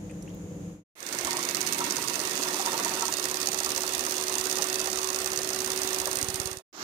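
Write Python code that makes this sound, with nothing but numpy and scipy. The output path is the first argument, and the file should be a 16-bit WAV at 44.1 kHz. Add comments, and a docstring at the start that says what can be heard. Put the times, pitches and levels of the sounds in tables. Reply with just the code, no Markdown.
"""An electric hand mixer beats egg in a ceramic bowl: a humming, hissing motor, wires that tick once a beater turn
at set angles, and a bowl that rings under drags and knocks. Hums are sines, hiss is shaped noise, rings are modes.
Before it comes a quiet room with a droning fan and small clinks; after it the mixer in thick froth, a fluttering
noise with three ticks, begins to fade in. Near-silent fades part the three shots. While the mixer runs the left
microphone port is shaded and hears almost no treble."""
import sys
import numpy as np
from scipy import signal
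from scipy.fft import rfft, irfft, next_fast_len
from scipy.io import wavfile
from scipy.ndimage import uniform_filter1d, map_coordinates

SR = 44100
rng = np.random.default_rng(int(sys.argv[2]) if len(sys.argv) > 2 else 0)


def dump(signal):
    """Clip the signal to [-1, 1] and save it as 16-bit WAV at the path in sys.argv[1]."""
    limited = np.clip(np.atleast_2d(signal).T, -1, 1)
    pcm = np.round(limited * 32767).astype(np.int16)
    wavfile.write(sys.argv[1], SR, pcm)


N = 301203
T = np.arange(N) / SR  # seconds

# Armature speed. Each row: time in seconds, speed in turns a second.
ARMATURE_SPEED = [(1.2, 354.5), (1.6, 362.2), (2.0, 367.5), (2.4, 368.6), (2.8, 368.9), (3.2, 370.3),
                  (3.6, 371.1), (4.0, 371.8), (4.4, 372.9), (4.8, 373.8), (5.2, 374.5), (5.6, 375.6),
                  (6.0, 376.25), (6.4, 376.5)]
# Armature turns for one turn of the beaters.
GEAR_RATIO = 21.5
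# Shaft tone. Each row: time in seconds, mean level in dB.
SHAFT_TONE = [(1.1, -50), (1.16, -42.5), (1.36, -36), (1.5, -40.5), (2.05, -45), (2.5, -38.5),
              (2.74, -41.5), (2.98, -40.5), (3.1, -40.5), (4.0, -39.5), (4.3, -37), (5.3, -36.5),
              (5.75, -35), (6.1, -36.5), (6.2, -40.5), (6.45, -39.5)]
# Overtones of the shaft tone. Each row: multiple of shaft speed, mean level in dB against the tone.
SHAFT_OVERTONES = [(1.5, -24), (2, -22)]
# Unsteady turning under uneven load. Each row: time in seconds, level waver in dB, phase waver in radians.
SHAFT_WAVER = [(1.2, 2, .4), (1.9, 2.8, .55), (3.0, 2.2, .45), (3.4, 1, .25), (4.5, .7, .2)]
# Whine of fan blades and commutator. Each row: multiple of shaft speed, mean dB at the start, mean dB at the end.
BLADE_WHINE = [(2, -72, -52), (9, -70, -57), (23, -58, -62), (24, -58, -56), (26, -62, -55), (27, -62, -60),
               (28, -66, -60), (36, -57, -60)]
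# Hiss of the motor's cooling fan. Each row: time in seconds, level in dB.
COOLING_FAN = [(1.2, -39.5), (2.2, -38), (2.55, -37.5), (3.2, -39), (4.6, -38.5), (5.2, -39.5),
               (5.5, -40.5), (5.95, -38), (6.4, -43.5)]
# Hiss spectrum. Each row: frequency in Hz, relative density in dB per Hz.
HISS_SPECTRUM = [(1500, -33), (2500, -0.5), (3200, -2.5), (4300, -1), (5200, -3), (6100, -1.5),
                 (6700, -4.5), (7450, -6.5), (8700, -1.5), (9500, -8), (12000, -9), (15300, -10),
                 (16000, -29.5)]
# Motor shell resonances. Each row: frequency in Hz, width in Hz, relative level in dB.
SHELL_MODES = [(549, 41, 0), (1155, 53, 1.5), (1846, 157, 2), (2112, 120, -3.5), (2590, 56, 3),
               (2797, 140, -2), (3440, 82, -2.5), (3650, 57, 2)]
# Whirr heard while the motor gathers speed. Each row: frequency in Hz, width in Hz, relative level in dB.
EARLY_WHIRR = [(1430, 250, -5.5), (2200, 150, 2.5)]
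EARLY_DB, EARLY_UNTIL_S, EARLY_FADE_DB_PER_S = -44, 1.87, 25
# Load on the beaters. Each row: time in seconds, mean slosh in dB, mean low growl in dB, mean rumble in dB,
# brightness of the ticks in relative dB.
BEATER_LOAD = [(1.22, -40, -45, -64, -14), (1.73, -41.5, -42, -59, -9), (2.21, -40, -42, -59.5, -15),
               (2.6, -38, -44, -62, -14), (2.89, -36.5, -42, -60.5, -14), (3.15, -41, -47, -58, -11.5),
               (3.75, -40.5, -47, -54, -9.5), (4.64, -39, -46, -60, -10), (4.82, -40, -47.5, -55, -12.5),
               (5.47, -40.5, -46.5, -53.5, -11), (5.92, -38.5, -46.5, -51, -7.5),
               (6.3, -41, -45.5, -53, -11), (6.45, -43, -49.5, -53, -11)]
# Slosh spectrum. Each row: frequency in Hz, relative density in dB per Hz.
SLOSH_SPECTRUM = [(250, -18), (420, -1.5), (560, -2), (700, -1.5), (850, -3.5), (1150, -2), (1500, -4.5),
                  (2200, -7.5), (3500, -24.5)]
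# Growl spectrum. Each row: frequency in Hz, relative density in dB per Hz.
GROWL_SPECTRUM = [(70, -50), (130, -5.5), (200, -3), (310, 3), (420, -3.5), (600, -38)]
# Rumble spectrum. Each row: frequency in Hz, relative density in dB per Hz.
RUMBLE_SPECTRUM = [(25, -31), (45, -13), (62, 4.5), (100, -4), (160, -20.5)]

# Angle at which the leading wire strikes; it drifts with the load and slips when the mixer is shifted.
# Each row: time in seconds, angle in beater turns.
LEAD_ANGLE = [(1.03, .56), (1.3, .58), (1.47, .572), (1.8, .543), (2.1, .541), (2.57, .558), (2.8, .556),
              (3.15, .525), (3.62, .527), (3.9, .518), (4.77, .514), (5.85, .511), (5.92, .494),
              (6.03, .423), (6.14, .418), (6.3, .437)]
# Spells in which one wire strikes every turn. Each row: start in seconds, end in seconds, angle after the leading
# wire in turns, first and last strike in relative dB, scatter in dB, extra drive of the upper ring in dB.
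WIRE_CONTACTS = [(.98, 1.52, 0, -24.5, -25, 0.7, 1.5), (1.53, 1.8, 0, -22.5, -24.5, -3.5, -3.5),
                 (1.81, 6.26, 0, -26.5, -24.5, 1.5, 0), (6.27, 6.6, 0, -26.5, -25.5, -1, 0),
                 (1.05, 1.6, .124, -32.5, -29, -1.5, -3), (1.61, 2.49, .124, -26, -29.5, 3, -1),
                 (2.5, 3.05, 0.2, -30.5, -28, 4.5, -1), (1.01, 2.3, .373, -27, -27.5, 1.5, -3),
                 (2.31, 3.03, .373, -29.5, -30, 0.5, 0), (2.34, 3.0, -.12, -29.5, -30, 1, -6),
                 (3.01, 3.45, -.1, -35, -38, 1, -8), (3.46, 3.95, -0.036, -25, -32, 1.5, -4),
                 (4.3, 4.9, -.1, -31, -33.5, 4.5, -6), (2.22, 2.6, -.25, -32, -33, 2, 5),
                 (2.88, 3.1, -.226, -26.5, -25, 1.5, -2), (3.12, 4.3, -.23, -26.5, -27.5, 0, 2),
                 (4.31, 6.02, -.262, -28, -25.5, 1.5, 3.5), (6.14, 6.23, -.25, -25, -26, 0, 3.5),
                 (2.97, 5.0, .238, -24.5, -24, 1.2, -2.5), (5.02, 5.86, .248, -24, -30, 0.5, 0.5),
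                 (5.87, 6.26, 0.29, -29, -27.5, 2, 2.5), (6.28, 6.65, .267, -27.5, -32.5, -0.5, -1),
                 (3.8, 4.2, 0.57, -36, -31, 2, 1.5)]
# Ticks in the froth. Each row: time in seconds, relative level in dB.
FROTH_WIRE_TICKS = [(6.765, -36), (6.778, -41), (6.822, -43)]
# Lower ring of the wires. Each row: frequency in Hz, width in Hz, relative level in dB.
WIRE_MODES = [(4365, 960, -4), (4904, 540, 0.5), (5580, 530, -4), (6040, 265, 2), (6650, 353, -0.5),
              (7540, 640, -4.5)]
# Upper ring of the wires. Each row: frequency in Hz, width in Hz, relative level in dB.
UPPER_MODES = [(8720, 385, -5.5), (10100, 280, -8.5), (11300, 240, -13), (12300, 210, -9),
               (12960, 300, -16), (14400, 400, -17.5)]
# Upper ring once the mixer is tilted. Each row: frequency in Hz, width in Hz, relative level in dB.
TILTED_MODES = [(8570, 410, -1), (9160, 420, -0.5), (11700, 330, -8.5), (12600, 500, -23)]
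TILT_S, TILT_TAKES_S = 5.95, 0.23
# Sharp bright contacts of wire on glaze. Each row: time in seconds, relative level in dB.
GLAZE_SNAPS = [(1.2461, -30), (1.4272, -32), (1.5454, -30), (1.7818, -20.5), (5.244, -20.5), (6.155, -19.5),
               (6.286, -34), (6.343, -29), (6.4557, -33.5)]
SNAP_GAIN_DB, SNAP_T60_S, SNAP_FROM_HZ = -0.5, 0.014, 7200

# Angles within each beater turn. Each row: time in seconds, drag on the bowl in turns, thump in turns.
BOWL_ANGLES = [(2.95, .95, .56), (3.1, .8, .54), (5.9, .8, .53), (6.1, .7, .44)]
# Beaters against the bowl. Each row: time in seconds, ring of the drag in relative dB, thump in dB,
# extra ring of the main mode in dB.
BOWL_DRAG = [(1.2, -57, -67, 4), (1.27, -38, -62, 1.5), (1.36, -41, -61, 2), (1.39, -46, -65, -3),
             (1.8, -41.5, -60, 1), (2.35, -44.5, -64, -2), (2.5, -45, -68, -1.5), (3.07, -37.5, -66, 2),
             (3.13, -50, -62, -5), (3.7, -41.5, -63, -11), (4.5, -46.5, -63, -16),
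             (5.1, -42.5, -63.5, -14.5), (5.4, -51.5, -56, -16), (5.9, -50.5, -64, -10),
             (6.15, -44, -61, -11), (6.21, -59, -43.5, -12), (6.5, -49.5, -47.5, -4)]
# Ceramic bowl modes. Each row: frequency in Hz, width in Hz, relative level in dB.
BOWL_MODES = [(660, 45, -3.5), (773, 30, -2.5), (942, 24, 3), (1085, 37, 2.5), (1164, 21, 1.5),
              (1330, 25, 2.5), (1840, 79, -6), (2540, 80, -11)]
# Harder knocks on the bowl. Each row: time in seconds, relative level in dB, pitch that rings most in Hz.
BOWL_KNOCKS = [(1.258, -30, 947), (1.267, -29, 1040), (1.282, -26.5, 948), (1.339, -28, 944),
               (1.359, -28, 920), (1.384, -29, 1126), (1.805, -23.5, 941), (1.818, -24, 950),
               (1.865, -29, 940), (1.879, -31, 972), (1.983, -32, 929), (2.041, -30, 1070),
               (2.265, -32.5, 922), (2.396, -31.5, 952), (2.455, -30.5, 943), (2.492, -32, 937),
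               (2.538, -29, 883), (2.594, -23, 786), (2.624, -32, 917), (2.654, -26.5, 925),
               (2.668, -23, 943), (2.728, -27.5, 906), (2.74, -26.5, 906), (2.787, -30.5, 1146),
               (2.809, -31, 950), (2.855, -30, 934), (2.912, -28, 923), (2.926, -31, 923),
               (2.969, -30, 930), (3.014, -27.5, 1088), (3.027, -24, 937), (3.083, -29.5, 938),
               (3.483, -30.5, 791), (3.661, -25.5, 1175), (3.836, -34.5, 1100), (4.588, -28, 820),
               (4.643, -32, 1164), (4.874, -28.5, 778), (5.09, -31, 1160), (6.068, -29.5, 746)]
DRAG_GAIN_DB, KNOCK_GAIN_DB = 24, 1.5  # from level in the tables to force of the blow
KNOCK_RISE_S, KNOCK_SPREAD_HZ = 0.0033, 133  # soft contact; range of modes that a knock favours
KNOCK_DAMPING = 1.24  # the wire pressed on the bowl widens its modes
# The bowl bumps the worktop. Each row: time in seconds, peak in dB.
WORKTOP_BUMPS = [(1.248, -44), (3.589, -49)]
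BUMP_HZ, BUMP_T60_S = 74, 0.15

# Froth spectrum. Each row: frequency in Hz, relative density in dB per Hz.
FROTH_SPECTRUM = [(35, -64), (60, -29), (283, -3.5), (358, 0), (453, -11.5), (1270, -4), (2520, -16),
                  (6600, -11.5), (9390, -35), (14700, -25), (16500, -48)]
# Shaded left port against the right. Each row: frequency in Hz, level in dB.
PORT_SHADE = [(60, -15.5), (95, -12.5), (150, -4), (240, -0.5), (380, -3.5), (600, -0.5), (950, -2.5),
              (1500, -4.5), (2380, -7.5), (3770, -13.5), (5980, -31), (9470, -43), (15000, -16.5)]
# Left-right likeness of the mixer. Each row: frequency in Hz, correlation from -1 to 1.
MIXER_LIKENESS = [(60, 0.22), (150, 0.95), (350, 0.87), (700, 0.99), (1500, 0.25), (4000, 0.057)]

# Room drone. Each row: time in seconds, mean level in dB.
DRONE_LEVEL = [(0.0, -42.5), (0.3, -43.5), (0.6, -42.5), (0.7, -42.5)]
# Low room resonances. 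Each row: frequency in Hz, width in Hz, relative level in dB.
ROOM_MODES = [(55, 30, -11.5), (101.5, 18, -11.5), (145, 22, -6.5), (186, 33, -7.5), (297, 22, -5.5),
              (406, 69, -15), (483, 40, -12), (542, 30, -18.5)]
# Steady tones of the room fan. Each row: frequency in Hz, mean level in dB.
ROOM_FAN_HUM = [(59, -54), (102, -49.5), (172.5, -41), (199, -44.5), (312, -49), (485, -54), (549, -61)]
# Air in the room. Each row: frequency in Hz, relative density in dB per Hz.
AIR_SPECTRUM = [(100, -30), (600, -3), (900, -10.5), (1300, -15), (2500, -17.5), (4500, -25), (5800, -22),
                (6300, -13.5), (7000, -10.5), (7700, -25), (10000, -26), (14500, -31), (15500, -39)]
# Small clinks and drips. Each row: time in seconds, opening level in dB, base pitch in Hz,
# rise as a share of the pitch, t60 in seconds, noise share from 0 to 1.
CLINKS_AND_DRIPS = [(0.097, -43, 2320, .12, 0.05, 0.56), (.097, -56, 9000, 0, .012, 1),
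                    (.109, -47, 2150, 0, 0.044, 0.6), (0.111, -48, 8300, 0.075, .025, 0.6),
                    (.2234, -44, 5800, 0, .03, 0.47), (.2255, -44.5, 8900, 0.05, 0.03, 0.7),
                    (.249, -56, 9200, 0, .02, .8), (0.2767, -44.5, 2060, 0.74, 0.06, 0.3),
                    (.3, -50, 2980, .05, 0.066, 0.6), (0.336, -55, 3280, 0.17, 0.073, .6),
                    (.293, -48, 5800, 0, 0.025, 0.4), (.293, -57, 10500, 0, .012, 1),
                    (.3466, -42, 14900, 0, 0.02, 0.5)]
# A dull bump on the worktop: time in seconds, peak in dB, pitch in Hz, t60 in seconds.
DULL_BUMP = 0.437, -33, 99, 0.2
# Left-right likeness of the room. Each row: frequency in Hz, correlation from -1 to 1.
ROOM_LIKENESS = [(60, 0.9), (180, 0.98), (550, 0.65), (1650, -0.24), (4970, 0.04), (15000, 0.11)]
# Balance of the room. Each row: frequency in Hz, left against right in dB.
ROOM_BALANCE = [(60, 2), (180, 0.5), (550, 0.5), (1650, 4.5), (4970, -3.5), (15000, -1.5)]

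# Moments of silence between the shots, in seconds.
SHOT_CUTS = .89, 6.67
# Fader moves. Each row: start in seconds, fade-in in seconds, end in seconds, fade-out in seconds.
SHOT_FADES = [(-1, .1, 0.837, 0.15), (0.9538, 0.23, 6.623, 0.13), (6.728, 0.34, 8, .1)]
FADE_STEP = 0.055  # gain 0-1 at which a fade-in opens
TOP_HZ = 16650

# Angle of the beaters, in turns.
TURNS = np.cumsum(np.interp(T, *np.transpose(ARMATURE_SPEED))) / SR / GEAR_RATIO


def motor():
    """The armature hums at shaft speed; its fan and brushes hiss and shake the shell, throbbing once a shaft turn."""
    shaft = 2 * np.pi * GEAR_RATIO * TURNS
    waver_db, waver_phase = curves(SHAFT_WAVER)
    level = amp(curves(SHAFT_TONE)[0] + waver_db * wobble(38))
    tone = np.sin(shaft + waver_phase * wobble(30))
    tone += sum(amp(db + 1.9 * wobble(14)) * np.sin(k * shaft) for k, db in SHAFT_OVERTONES)
    whine = sum(amp(a + (b - a) * T / T[-1]) * np.sin(k * shaft) for k, a, b in BLADE_WHINE)
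    hum = level * tone + amp(2.4 * wobble(5.6)) * whine

    throb = amp(.8 * wobble(60)) * (1 + .2 * np.sin(shaft))
    air = patchy(rush(colour(HISS_SPECTRUM), MIXER_LIKENESS), depth_db=2.5)
    shell = patchy(rush(modes(SHELL_MODES), MIXER_LIKENESS), depth_db=4.5)
    hiss = amp(curves(COOLING_FAN)[0]) * throb * (air + amp(-6.0) * shell)
    early_db = EARLY_DB - EARLY_FADE_DB_PER_S * np.maximum(T - EARLY_UNTIL_S, 0)
    hiss += amp(early_db) * throb * rush(modes(EARLY_WHIRR), MIXER_LIKENESS)
    return hum + hiss + load()


def load():
    """The beaters slosh through the egg in time with their turning, over a low growl and a rumble."""
    slosh_db, growl_db, rumble_db = curves(BEATER_LOAD)[:3]
    once_a_turn = 1.1 * np.sin(2 * np.pi * (TURNS - .6))
    four_wires = 1.5 * np.sin(8 * np.pi * (TURNS - .3))
    swell_db = 1.23 * wobble(50) + once_a_turn + four_wires
    slosh = amp(slosh_db + swell_db) * patchy(rush(colour(SLOSH_SPECTRUM), MIXER_LIKENESS), depth_db=2.0)
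    growl = amp(growl_db + 0.62 * wobble(30)) * rush(colour(GROWL_SPECTRUM), MIXER_LIKENESS)
    rumble = amp(rumble_db + 2.3 * wobble(22)) * rush(colour(RUMBLE_SPECTRUM), [(60, 0.34)])
    return slosh + growl + rumble


def wire_strikes():
    """Times, levels and upper-ring boosts of the strikes: each wire meets the bowl at its own angle of the turn."""
    rows = [(s, db, 0) for s, db in FROTH_WIRE_TICKS]
    lead_times, turn = passes(curves(LEAD_ANGLE)[0]), np.arange(1, 130)
    known = lead_times > 0
    for start, end, after, first_db, last_db, scatter_db, top_db in WIRE_CONTACTS:
        at = np.interp(turn + after, turn[known], lead_times[known])
        luck = rng.standard_normal((len(at), 2))
        size = np.interp(at, [start, end], [first_db, last_db]) + scatter_db * luck[:, 1]
        strikes = np.transpose([at + .0003 * luck[:, 0], size, np.full(len(at), top_db)])
        rows += list(strikes[(at > start) & (at < end)])
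    # the loose beater shafts also rattle faintly at any angle
    rows += [(1 + 5.6 * a, -45 + 7.4 * b, 0) for a, b in rng.random((260, 2))]
    return np.transpose(rows)


def ticks():
    """Each strike bounces twice, scrapes for a few ms and rings in the steel and the shell."""
    times, sizes, top = wire_strikes()
    bounce = .0013 + .0005 * rng.random(len(times))  # seconds
    scrape = bursts(times, sizes - 5, t60=0.028)

    def blow(db):
        hits = spikes(times, db + 13.0) - spikes(times + bounce, db + 7.0)
        hits += spikes(times + 2.2 * bounce, db - 0.5)
        return hits * [[1], [-1]]

    def steel_and_shell(hz):
        return modes(WIRE_MODES)(hz) + amp(-7.5) * modes(SHELL_MODES)(hz)

    def broad_edge(hz):
        return (1j * hz / 3300) ** 3 / (1 + 1j * hz / 3300) ** 3 / (1 + 1j * hz / 8000)

    strike, upper = blow(sizes) + scrape, blow(sizes + top) + scrape
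    tilt = np.clip((T - TILT_S) / TILT_TAKES_S + .5, 0, 1)
    ring = pair(strike, steel_and_shell, MIXER_LIKENESS)
    ring += pair(upper * (1 - tilt), modes(UPPER_MODES), MIXER_LIKENESS)
    ring += pair(upper * tilt, modes(TILTED_MODES), MIXER_LIKENESS)
    edge = amp(curves(BEATER_LOAD)[3]) * pair(strike, broad_edge, MIXER_LIKENESS)
    return amp(10.5) * (ring + edge) + snaps()


def snaps():
    """Wire snapping on glaze: very short noise bursts through a steep high-pass."""
    s, db = np.transpose(GLAZE_SNAPS)
    sharp = bursts(s, db + SNAP_GAIN_DB, t60=SNAP_T60_S)
    return pair(sharp, lambda hz: (1j * hz / (SNAP_FROM_HZ + 1j * hz)) ** 3, MIXER_LIKENESS)


def bowl():
    """Once a turn a beater drags on the bowl and rings it; at another angle it thumps through the worktop."""
    ring_db, thump_db, main_db = curves(BOWL_DRAG)
    drags, thumps = (at[at > 0] for at in map(passes, curves(BOWL_ANGLES)))
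    blows = bursts(drags, 1.4 * rng.standard_normal(len(drags)), t60=0.066)
    blows += 0.22 * rng.standard_normal((2, N))  # steady rubbing between the drags
    blows = amp(ring_db + DRAG_GAIN_DB) * blows
    out = pair(blows, modes(BOWL_MODES), MIXER_LIKENESS)
    out += pair(blows * amp(main_db), modes(BOWL_MODES[2:3]), MIXER_LIKENESS)
    add_knocks(out)
    t = T[:SR // 8]
    for s, db in WORKTOP_BUMPS:
        add_at(out, s, amp(db - 60 * t / BUMP_T60_S) * np.sin(2 * np.pi * BUMP_HZ * t))
    push = spikes(thumps, 1.5 * rng.standard_normal(len(thumps)))
    thump = filtered(push, lambda hz: -modes([(80, 70, 0), (150, 120, -4)])(hz) / (1 + 1j * hz / 400))
    return out + amp(thump_db) * unit(thump)


def add_knocks(out):
    """A harder knock sets off decaying sines at the bowl's modes, strongest near the favoured pitch."""
    t, (hz, width, level_db) = T[:SR // 8], np.transpose(BOWL_MODES)[..., None]
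    for s, db, most_hz in BOWL_KNOCKS:
        luck = rng.standard_normal((3, len(BOWL_MODES), 1))
        favoured = np.exp(-((hz - most_hz) / KNOCK_SPREAD_HZ) ** 2)
        share = np.maximum(favoured, 0.23 * amp(level_db)) * amp(luck[0])
        swing = share * np.exp(-np.pi * KNOCK_DAMPING * width * t) * (1 - np.exp(-t / KNOCK_RISE_S))
        shift = most_hz / hz[np.argmin(abs(hz - most_hz))]  # the point of contact detunes the bowl a little
        phase = 2 * np.pi * shift * hz * t + 3 * luck[1]
        sides = [np.sum(swing * np.sin(phase + side * .3 * luck[2]), 0) for side in (1, -1)]
        add_at(out, s, amp(db + KNOCK_GAIN_DB) * np.array(sides))


def froth():
    """The mixer in thick froth: a shaped noise whose level flutters."""
    return amp(-30.5 + 2.2 * wobble(60)) * rush(colour(FROTH_SPECTRUM), MIXER_LIKENESS)


def shaded(x):
    """The shaded left port loses its treble and hears the mixer 0.23 ms later."""
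    def ports(hz):
        left = amp(along(PORT_SHADE, hz))
        late = np.exp(-2j * np.pi * hz * .00023)
        return np.array([left * late, np.ones_like(hz)]) * 2 / (1 + left)
    return filtered(x, ports)


def kitchen():
    """A fan drones in the room's low resonances over a thin whistle of air; small things clink and drip."""
    low_modes = lambda hz: modes(ROOM_MODES)(hz) / (1 + (hz / 900) ** 4)
    drone = amp(curves(DRONE_LEVEL)[0] + 0.7 * wobble(14.1)) * rush(low_modes, ROOM_LIKENESS)
    for hz, db in ROOM_FAN_HUM:
        drone += amp(db + 1.1 * wobble(13.4)) * np.sin(2 * np.pi * hz * T + 0.31 * wobble(9.2))
    at, bump_db, bump_hz, t60 = DULL_BUMP
    since = np.maximum(T - at, 0)
    bump = amp(bump_db - 60 * since / t60) * np.sin(2 * np.pi * bump_hz * since)
    air = amp(-53) * rush(colour(AIR_SPECTRUM), ROOM_LIKENESS)
    balance = lambda hz: amp(along(ROOM_BALANCE, hz) * [[.5], [-.5]])
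    return filtered(drone + bump + air + clinks(), balance)


def clinks():
    """Each clink or drip is a dying tone, some rising in pitch, blended with noise around that pitch."""
    out, t = np.zeros((2, N)), T[:SR // 10]
    for s, db, hz, rise, t60, share in CLINKS_AND_DRIPS:
        glide = rise * (t - 0.01 * (1 - np.exp(-t / 0.013)))  # the pitch rises, then settles
        tone = np.sin(2 * np.pi * hz * (t + glide)) * amp(2.7 * wobble(250)[:len(t)])
        edges = np.clip([hz * 0.81, hz * 1.3], 50, 20000)
        band = signal.butter(2, edges, "bandpass", fs=SR, output="sos")
        fuzz = unit(signal.sosfilt(band, rng.standard_normal((2, len(t)))))
        add_at(out, s, amp(db - 60 * t / t60) * ((1 - share) * tone + share * fuzz))
    return out


def amp(db):
    """Gain of a level in dB."""
    return 10 ** (np.asarray(db) / 20)


def unit(x):
    """x scaled to rms 1."""
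    return x / np.sqrt(np.mean(x ** 2) + 1e-20)


def along(points, hz):
    """Values read from (Hz, value) points on a log frequency axis."""
    f, v = np.transpose(points)
    return np.interp(np.log(hz + 1), np.log(f + 1), v)


def curves(rows):
    """One value per sample for each column after the time."""
    s, *columns = np.transpose(rows)
    return [np.interp(T, s, column) for column in columns]


def wobble(rate):
    """A smooth random curve, rate knots a second."""
    return map_coordinates(rng.standard_normal(int(N * rate / SR) + 4), [T * rate])


def passes(angle):
    """Times at which the beaters pass an angle, once a turn."""
    return np.interp(np.arange(1, 130), TURNS - angle, T, np.nan, np.nan)


def spikes(times, db):
    """One sample of the given level at each time."""
    return np.bincount(np.round(times * SR).astype(int), amp(db), N)[:N]


def bursts(times, db, t60):
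    """Two unrelated trains of noise bursts that start sharply and die away."""
    decay = amp(-60 * T[:SR // 10] / t60)
    return signal.oaconvolve(spikes(times, db), decay)[:N] * rng.standard_normal((2, N))


def add_at(out, s, sound):
    """Mixes a short sound into out from s seconds on."""
    out[:, round(s * SR):][:, :sound.shape[-1]] += sound


def filtered(x, response):
    """x times a complex response of frequency."""
    m = next_fast_len(N + SR // 4, True)
    return irfft(rfft(x, m) * response(np.fft.rfftfreq(m, 1 / SR)), m)[..., :N]


def colour(spectrum):
    """Response of a (Hz, dB) spectrum."""
    return lambda hz: amp(along(spectrum, hz))


def modes(table):
    """Causal response of a set of resonances, with alternating signs."""
    def response(hz):
        return sum((-1) ** k * amp(db) * 1j * hz * width / (centre ** 2 - hz * hz + 1j * hz * width)
                   for k, (centre, width, db) in enumerate(table))
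    return response


def pair(x, response, alike):
    """Left and right from two signals through one response, blended to the likeness table."""
    def mid_and_side(hz):
        turn = np.arccos(np.clip(along(alike, hz), -1, 1)) / 2
        return response(hz) * np.array([np.cos(turn), np.sin(turn)])
    mid, side = filtered(x, mid_and_side)
    return np.array([mid + side, mid - side])


def rush(response, alike):
    """Stereo noise of rms 1."""
    return unit(pair(rng.standard_normal((2, N)), response, alike))


def patchy(x, depth_db):
    """x with patches of random gain, about 130 Hz by 60 ms, back at rms 1."""
    z = signal.stft(x, nperseg=1024)[2]
    field = uniform_filter1d(rng.standard_normal(z.shape[1:]), size=3, axis=0)
    field = uniform_filter1d(field, size=5, axis=1)
    return unit(signal.istft(z * amp(depth_db * unit(field)), nperseg=1024)[1][:, :N])


def scene():
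    """The room, the mixer in egg and the mixer in froth follow one another."""
    mixer = shaded(ticks() + np.where(T < SHOT_CUTS[1], motor() + bowl(), froth()))
    return np.where(T < SHOT_CUTS[0], kitchen(), mixer)


def record(dry):
    """Fades between the shots, the microphone's bass and treble roll-off, then the band limit."""
    fader = np.zeros(N)
    for start, rise, end, fall in SHOT_FADES:
        ramp = np.minimum(FADE_STEP + (T - start) / rise, (end - T) / fall)
        fader += (T > start) * np.clip(ramp, 0, 1)

    def microphone(hz):
        return (hz < TOP_HZ) / (1 + (hz / 15850) ** 70) / (1 + (36 / (hz + 1)) ** 4)
    return filtered(dry * fader, microphone)


dry = scene()
out = record(dry)
dump(out)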